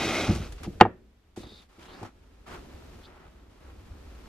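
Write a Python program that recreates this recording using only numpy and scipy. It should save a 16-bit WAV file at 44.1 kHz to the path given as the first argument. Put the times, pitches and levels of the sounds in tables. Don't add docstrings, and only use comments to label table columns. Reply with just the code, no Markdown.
import sys
import numpy as np
from scipy import signal
from scipy.fft import rfft, irfft
from scipy.io import wavfile

SR = 44100
rng = np.random.default_rng(int(sys.argv[2]) if len(sys.argv) > 2 else 0)


def unload_audio(sound):
    columns = np.transpose(np.atleast_2d(sound))
    steps = np.round(np.clip(columns, -1, 1) * 32767)
    wavfile.write(sys.argv[1], SR, steps.astype(np.int16))


N = 188748
TIME, FREQ = np.arange(N) / SR, np.fft.rfftfreq(N, 1 / SR)


def amp(db):
    return 10 ** (np.asarray(db) / 20)


def unit_rms(x):
    return x / np.sqrt(np.mean(x ** 2) + 1e-20)


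def curve(points, hz=FREQ):
    points_hz, value = np.transpose(points)
    return np.interp(np.log(hz + 1), np.log(points_hz + 1), value)


def peaks_db(modes):
    return sum(db / (1 + (2 * (FREQ - hz) / width) ** 2) for hz, width, db in modes)


def add(mix, start_s, sound):
    part = mix[:, round(start_s * SR):][:, :sound.shape[1]]
    part += sound[:, :part.shape[1]]


def lowpass(x, hz, order=2):
    return signal.sosfilt(signal.butter(order, min(hz, SR / 2 - 100), fs=SR, output="sos"), x)


def decay(x, t60_table):
    hz, t, bands = signal.stft(x, SR, nperseg=256)
    bands = bands * amp(-60 * t / curve(t60_table, hz)[:, None])
    return signal.istft(bands, SR, nperseg=256)[1][:, :x.shape[1]]


def judder(depth_db, rate_hz):
    return amp(depth_db * unit_rms(lowpass(rng.standard_normal(N), rate_hz)))


def stroke(start_s, end_s, db, swell_db=0, grip_s=0.009, stop_s=0.08):
    progress = np.clip((TIME - start_s) / (end_s - start_s), 0, 1)
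    grip = np.clip((TIME - start_s) / grip_s, 0, 1)
    speed = np.clip(1 - (TIME - end_s) / stop_s, 0, 1)
    return grip * amp(db + swell_db * (progress - 0.5)) * speed ** 2.1


def strokes(rows, column):
    return np.sqrt(sum(stroke(row[0], row[1], row[column], swell_db=row[-1]) ** 2 for row in rows))


# freq_hz, side_minus_mid_db
SOFT_WIDTH = [(60, -32.5), (110, -23.5), (200, -10), (380, -5.5), (700, -5.5), (1290, -3.5), (2380, -2),
              (4400, -0.5), (8120, 0.5), (15000, 3)]
def noise(colour_db, width=SOFT_WIDTH, lead=0, grain_db=0):
    grain_sizes = np.minimum(rng.exponential(1, N // 32 + 1), 4)
    grains = amp(grain_db * grain_sizes).repeat(32)[:N]
    mid, stray = rfft(rng.standard_normal((2, N)) * grains) * amp(colour_db)
    side = amp(curve(width)) * (1j * lead * mid + np.sqrt(1 - lead ** 2) * stray)
    return irfft([mid + side, mid - side], N) / np.std(irfft(mid, N))


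# freq_hz, level_db
ROOM_TONE = [(15, -21), (30, -7), (60, -1.5), (130, -19.5), (260, -16.5), (500, -26), (1000, -30),
             (3500, -37), (9000, -49), (13000, -52), (15000, -62)]
def room_tone(level_db=-62):
    return amp(level_db) * noise(curve(ROOM_TONE))


# time_s, level_db
WHINE_LEVELS = [(2.15, -97), (2.45, -94), (2.48, -85), (3.07, -83), (3.11, -97), (4.28, -85)]
def whine(pitch_hz=13006, flutter_hz=30, flutter_depth=0.45, left_lead_rad=1.2, gain_db=2):
    time_s, level_db = np.transpose(WHINE_LEVELS)
    tone = np.sin(2 * np.pi * pitch_hz * TIME + np.array([[left_lead_rad], [0]]))
    flutter = 1 + flutter_depth * np.sin(2 * np.pi * flutter_hz * TIME)
    return amp(gain_db + np.interp(TIME, time_s, level_db)) * unit_rms(tone * flutter)


# freq_hz, level_db
RUMBLE_COLOUR = [(15, -18.5), (33, -4), (55, 3), (80, -1.5), (120, -15.5), (250, -26), (600, -55.5)]
BODY_COLOUR = [(70, -19.5), (140, -1), (250, 2.5), (400, -1.5), (560, -8), (1000, -22.5), (3000, -49.5)]
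# start_s, end_s, rumble_db, body_db, swell_db
SHAKES = [(.275, .56, -39, -46.5, -10.5), (.6, .8, -45, -49, -6), (.85, 1.2, -67, -78.5, -15.5),
          (1.39, 1.6, -56, -56, -17), (1.77, 2.05, -63, -55.5, 16), (2.12, 2.46, -60.5, -63, 3),
          (2.47, 3.0, -52.5, -52, -1), (3.03, 3.58, -58, -60.5, -0.5), (3.6, 4.3, -50.5, -56, 2.5)]
def board_rumble():
    body_width = [(100, -25), (250, -7), (500, -2.5)]  # freq_hz, side_minus_mid_db
    rumble = amp(1.5) * noise(curve(RUMBLE_COLOUR)) * strokes(SHAKES, column=2)
    body = amp(-1.5) * noise(curve(BODY_COLOUR), body_width) * strokes(SHAKES, column=3)
    return rumble + body


# freq_hz, level_db
RUB_COLOUR = [(120, 5.5), (350, -1), (800, 3.5), (1400, 0), (2200, -5.5), (3500, -14), (6000, -22),
              (12000, -32.5)]
HISS_COLOUR = [(800, -4), (2500, 9), (4500, 5.5), (6500, 1.5), (9000, -3.5), (13000, -8), (14000, -22)]
# pitch_hz, width_hz, lift_db
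RUB_MODES = [(364, 41, 11), (824, 45, 0), (1314, 170, 3), (3130, 300, 1)]
# start_s, end_s, rub_db, hiss_db, swell_db
RUSTLES = [(.36, .79, -62, -66, -7), (1.362, 1.42, -64, -62, 1), (1.425, 1.45, -53, -78, -3),
           (1.46, 1.625, -64, -68.5, -0.5), (1.685, 1.78, -64.5, -74.5, 4), (1.785, 1.86, -56, -66, 3.5),
           (1.875, 2.06, -51.5, -69, 3.5), (2.08, 2.46, -69.5, -79.5, 5), (2.458, 2.55, -46.5, -64.5, 8),
           (2.57, 3.055, -59, -68, -0.5), (3.06, 3.255, -56, -81.5, -0.5), (3.27, 3.48, -65.5, -77.5, -3.5),
           (3.6, 3.71, -61, -91, 6), (3.49, 4.3, -62, -71.5, 8)]
def rubs_and_hiss():
    rub = amp(0.5) * noise(curve(RUB_COLOUR) + peaks_db(RUB_MODES), lead=0.28, grain_db=1.75)
    hiss = amp(3) * noise(curve(HISS_COLOUR), lead=0.2, grain_db=-1.2)
    rustle = rub * strokes(RUSTLES, column=2) + hiss * strokes(RUSTLES, column=3)
    return rustle * judder(depth_db=0.62, rate_hz=41)


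# time_s, level_db, pitch_hz, roughness
SWISHES = [
    [(1.39, -63, 3680, 0.5), (1.46, -57.5, 3635, 0.16), (1.54, -55, 3720, 0.56), (1.6, -57, 3750, 0.18),
     (1.65, -77.5, 3425, 0.41)],
    [(1.8, -68, 2500, 1.02), (1.86, -62.5, 2793, 0.6), (1.94, -57.5, 3500, 0.87), (2.0, -70, 4380, 1.1)],
    [(3.01, -82, 3550, 0.55), (3.04, -60, 3290, .85), (3.062, -54.5, 3550, 0.9), (3.078, -82, 3700, .8)],
]
def cover_swishes(core_hz=200, skirt_hz=700, skirt_ratio=1.16, side_db=-13, edge_s=0.011):
    out = np.zeros((2, N))
    for rows in SWISHES:
        time_s, level_db, pitch_hz, roughness = np.transpose(rows)
        phase = 2 * np.pi * np.cumsum(np.interp(TIME, time_s, pitch_hz)) / SR
        skirt_share = np.clip(np.interp(TIME, time_s, roughness), 0, 1)
        core, skirt = rng.standard_normal((2, 2, N)) + 1j * rng.standard_normal((2, 2, N))
        core = unit_rms((lowpass(core, core_hz) * np.exp(1j * phase)).real)
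        skirt = unit_rms((lowpass(skirt, skirt_hz, order=4) * np.exp(1j * skirt_ratio * phase)).real)
        mid, side = np.sqrt(1 - skirt_share) * core + np.sqrt(skirt_share) * skirt
        outside_s = abs(TIME - np.clip(TIME, time_s[0], time_s[-1]))
        gain = amp(np.interp(TIME, time_s, level_db)) * np.exp(-outside_s / edge_s)
        out += (mid + amp(side_db) * np.array([side, -side])) * gain
    return out * judder(depth_db=2.3, rate_hz=119.6)


# freq_hz, level_db
BURST_COLOUR = [(150, -11), (500, -5.5), (1400, -1), (2500, -6), (5000, -8), (9000, -11.5), (15000, -20.5)]
# start_s, level_db, decay_s, cutoff_hz
BURSTS = [(0.31, -46.5, 0.039, 12000), (0.349, -41.5, 0.021, 11700), (0.522, -48, 0.0095, 10100),
          (0.579, -52, 0.059, 4480), (0.632, -43.5, 0.012, 12900), (0.645, -36.5, 0.0068, 2170),
          (0.8009, -23.5, 0.019, 1880), (0.8116, -13, 0.00049, 11770), (1.361, -50.5, 0.031, 11900),
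          (1.827, -46.5, 0.0048, 6056), (2.029, -45, 0.005, 9920), (2.047, -53.5, 0.019, 7000),
          (2.47, -61, 0.069, 10000)]
def flicks_and_crack(attack_s=0.001):
    t, out = TIME[:SR // 4], np.zeros((2, N))
    bright = noise(curve(BURST_COLOUR), lead=0.3, grain_db=2.5)
    attack = 1 - np.exp(-t / attack_s)
    for start_s, level_db, decay_s, cutoff_hz in BURSTS:
        burst = np.roll(bright, rng.integers(N), 1)[:, :len(t)] * np.exp(-t / decay_s) * attack
        add(out, start_s, amp(level_db) * lowpass(burst, cutoff_hz))
    return out


# freq_hz, level_db
SLIDE_COLOUR = [(20, -31.5), (45, -6.5), (100, -4.5), (350, -3.5), (750, -5), (1000, -14.5), (1250, -6.5),
                (1800, -16.5), (2400, -12.5), (4000, -17.5), (6000, -21), (9500, -36), (13000, -40),
                (14000, -79)]
# pitch_hz, width_hz, lift_db
COVER_MODES = [(329, 29.03, 9), (662, 7.3, 3.5), (1395, 366, -0.5), (1960, 62, 8), (2137, 92, 13),
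               (2496, 83, 10), (3283, 66, 5), (3810, 110, 6.5), (6070, 70, 0.5)]
# freq_hz, side_minus_mid_db
SLIDE_WIDTH = [(60, -33.5), (200, -26.5), (1200, -24.5), (2400, -13.5), (4400, -5.5), (8000, 1.5),
               (14000, 9)]
# start_s, end_s, level_db, stop_s
PUSHES = [(-.03, 0.203, -31, 0.34), (0.412, 0.475, -52.5, 0.04), (0.632, 0.658, -46.5, 0.021)]
def book_slide(ring_growth=0.97):
    slips = noise(curve(SLIDE_COLOUR), SLIDE_WIDTH, lead=0.7, grain_db=1.18)
    ring = irfft(rfft(slips) * (amp(peaks_db(COVER_MODES)) - 1), N)
    push = sum(stroke(start_s, end_s, db, stop_s=stop_s) for start_s, end_s, db, stop_s in PUSHES)
    scrape = slips + ring * (push / push.max()) ** ring_growth
    return amp(2) * scrape * push * judder(depth_db=0.73, rate_hz=59.03)


# freq_hz, t60_s
ROOM_T60 = [(100, 0.83), (400, 0.34), (1000, 0.29), (3000, .26), (8000, .14)]
def room_tail(x, wet_db, build_s=0.028):
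    colour = [(50, -4), (400, -0.5), (900, 3), (2500, 3), (6000, -4), (15000, -11)]  # freq_hz, level_db
    reflections = noise(curve(colour))[:, :SR // 2]
    tail = decay(reflections, ROOM_T60) * (1 - np.exp(-TIME[:SR // 2] / build_s))
    return amp(wet_db) * signal.fftconvolve(x, tail / np.linalg.norm(tail[0]), axes=1)[:, :N]


# pitch_hz, level_db, t60_s
BOARD_MODES = [(98.3, -21.5, 0.14), (166.2, -22.5, .09), (209.4, -14.5, 0.078), (351, -13, 0.093),
               (468, -16.5, 0.078), (597, -12.5, 0.054), (733.7, 0.5, .036), (851, 3.5, 0.03),
               (1046.5, -6.5, .035), (1237, -7, 0.033), (1434, -10.5, 0.025), (1840, -16, 0.05),
               (2274, -18.5, 0.03), (2790, -14.5, .04), (3790, -22, 0.03), (4518, -16.5, 0.016)]
# freq_hz, level_db
CLATTER_COLOUR = [(20, -27.5), (60, -10.5), (170, 2.5), (350, 7.5), (900, -7), (1500, -5), (2800, -16),
                  (4500, -21), (8000, -33.5), (15000, -42.5)]
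# freq_hz, t60_s
CLATTER_T60 = [(100, 0.22), (400, 0.09), (1000, .11), (2800, 0.11), (5000, 0.026), (12000, .05)]
# freq_hz, side_minus_mid_db
CLATTER_WIDTH = [(60, -18.5), (200, -26.5), (450, -25), (1200, -11), (2500, -8.5), (5000, -5.5), (14000, 1)]
# start_s, level_db, cutoff_hz
BLOWS = [(0.2793, -3.5, 294), (0.2862, 4.5, 215), (0.298, -3.5, 306), (.321, -18, 372), (.353, -13, 291),
         (0.392, -10, 181.7), (0.662, -20.5, 324), (0.6704, -11.5, 304), (0.8097, 3.5, 4510),
         (.8192, -30, 1356), (0.8505, -19.5, 2205), (0.8589, -14, 669.4), (1.3636, -49, 1800),
         (1.372, -18, 376), (1.433, -27.5, 427), (1.46, -29, 326.6), (1.517, -35.5, 420),
         (1.781, -34.5, 331.2), (2.0133, -24.5, 387), (2.019, -12.5, 130), (2.0234, -22.5, 426),
         (2.0283, -36, 1530), (2.0497, -40, 1928), (2.468, -54, 796), (2.74, -12, 75.5),
         (2.949, -15, 85.24), (3.906, -6.5, 75.2)]
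def shelf_blows(clatter_db=-16, right_delay_s=0.00004, attack_s=0.00025):
    t, board, books = TIME[:SR // 2], np.zeros((2, N)), np.zeros((2, N))
    age_s = np.maximum(t - np.array([[0], [right_delay_s]]), 0)
    ring = sum((-1) ** k * amp(db - 60 * age_s / t60_s) * np.sin(2 * np.pi * hz * age_s)
               for k, (hz, db, t60_s) in enumerate(BOARD_MODES))
    dense_ring = amp(clatter_db) * noise(curve(CLATTER_COLOUR), CLATTER_WIDTH, lead=0.2)
    attack = 1 - np.exp(-t / attack_s)
    for start_s, level_db, cutoff_hz in BLOWS:
        clatter = decay(np.roll(dense_ring, rng.integers(N), 1)[:, :len(t)], CLATTER_T60)
        add(board, start_s, amp(level_db) * lowpass(ring * attack, cutoff_hz, order=4))
        add(books, start_s, amp(level_db) * lowpass(clatter * attack, cutoff_hz, order=4))
    return board + books + room_tail(books, wet_db=-26)


def scene():
    close_sounds = flicks_and_crack() + book_slide() + rubs_and_hiss() + cover_swishes()
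    return close_sounds + shelf_blows() + board_rumble() + whine() + room_tone()


def record(dry, knee=16, cutoff_hz=14800):
    clipped = dry / (1 + dry ** knee) ** (1 / knee)
    band_limit = signal.firwin(255, cutoff_hz, window=("kaiser", 8), fs=SR)
    return signal.oaconvolve(clipped, band_limit[None], "same")


dry = scene()
out = record(dry)
unload_audio(out)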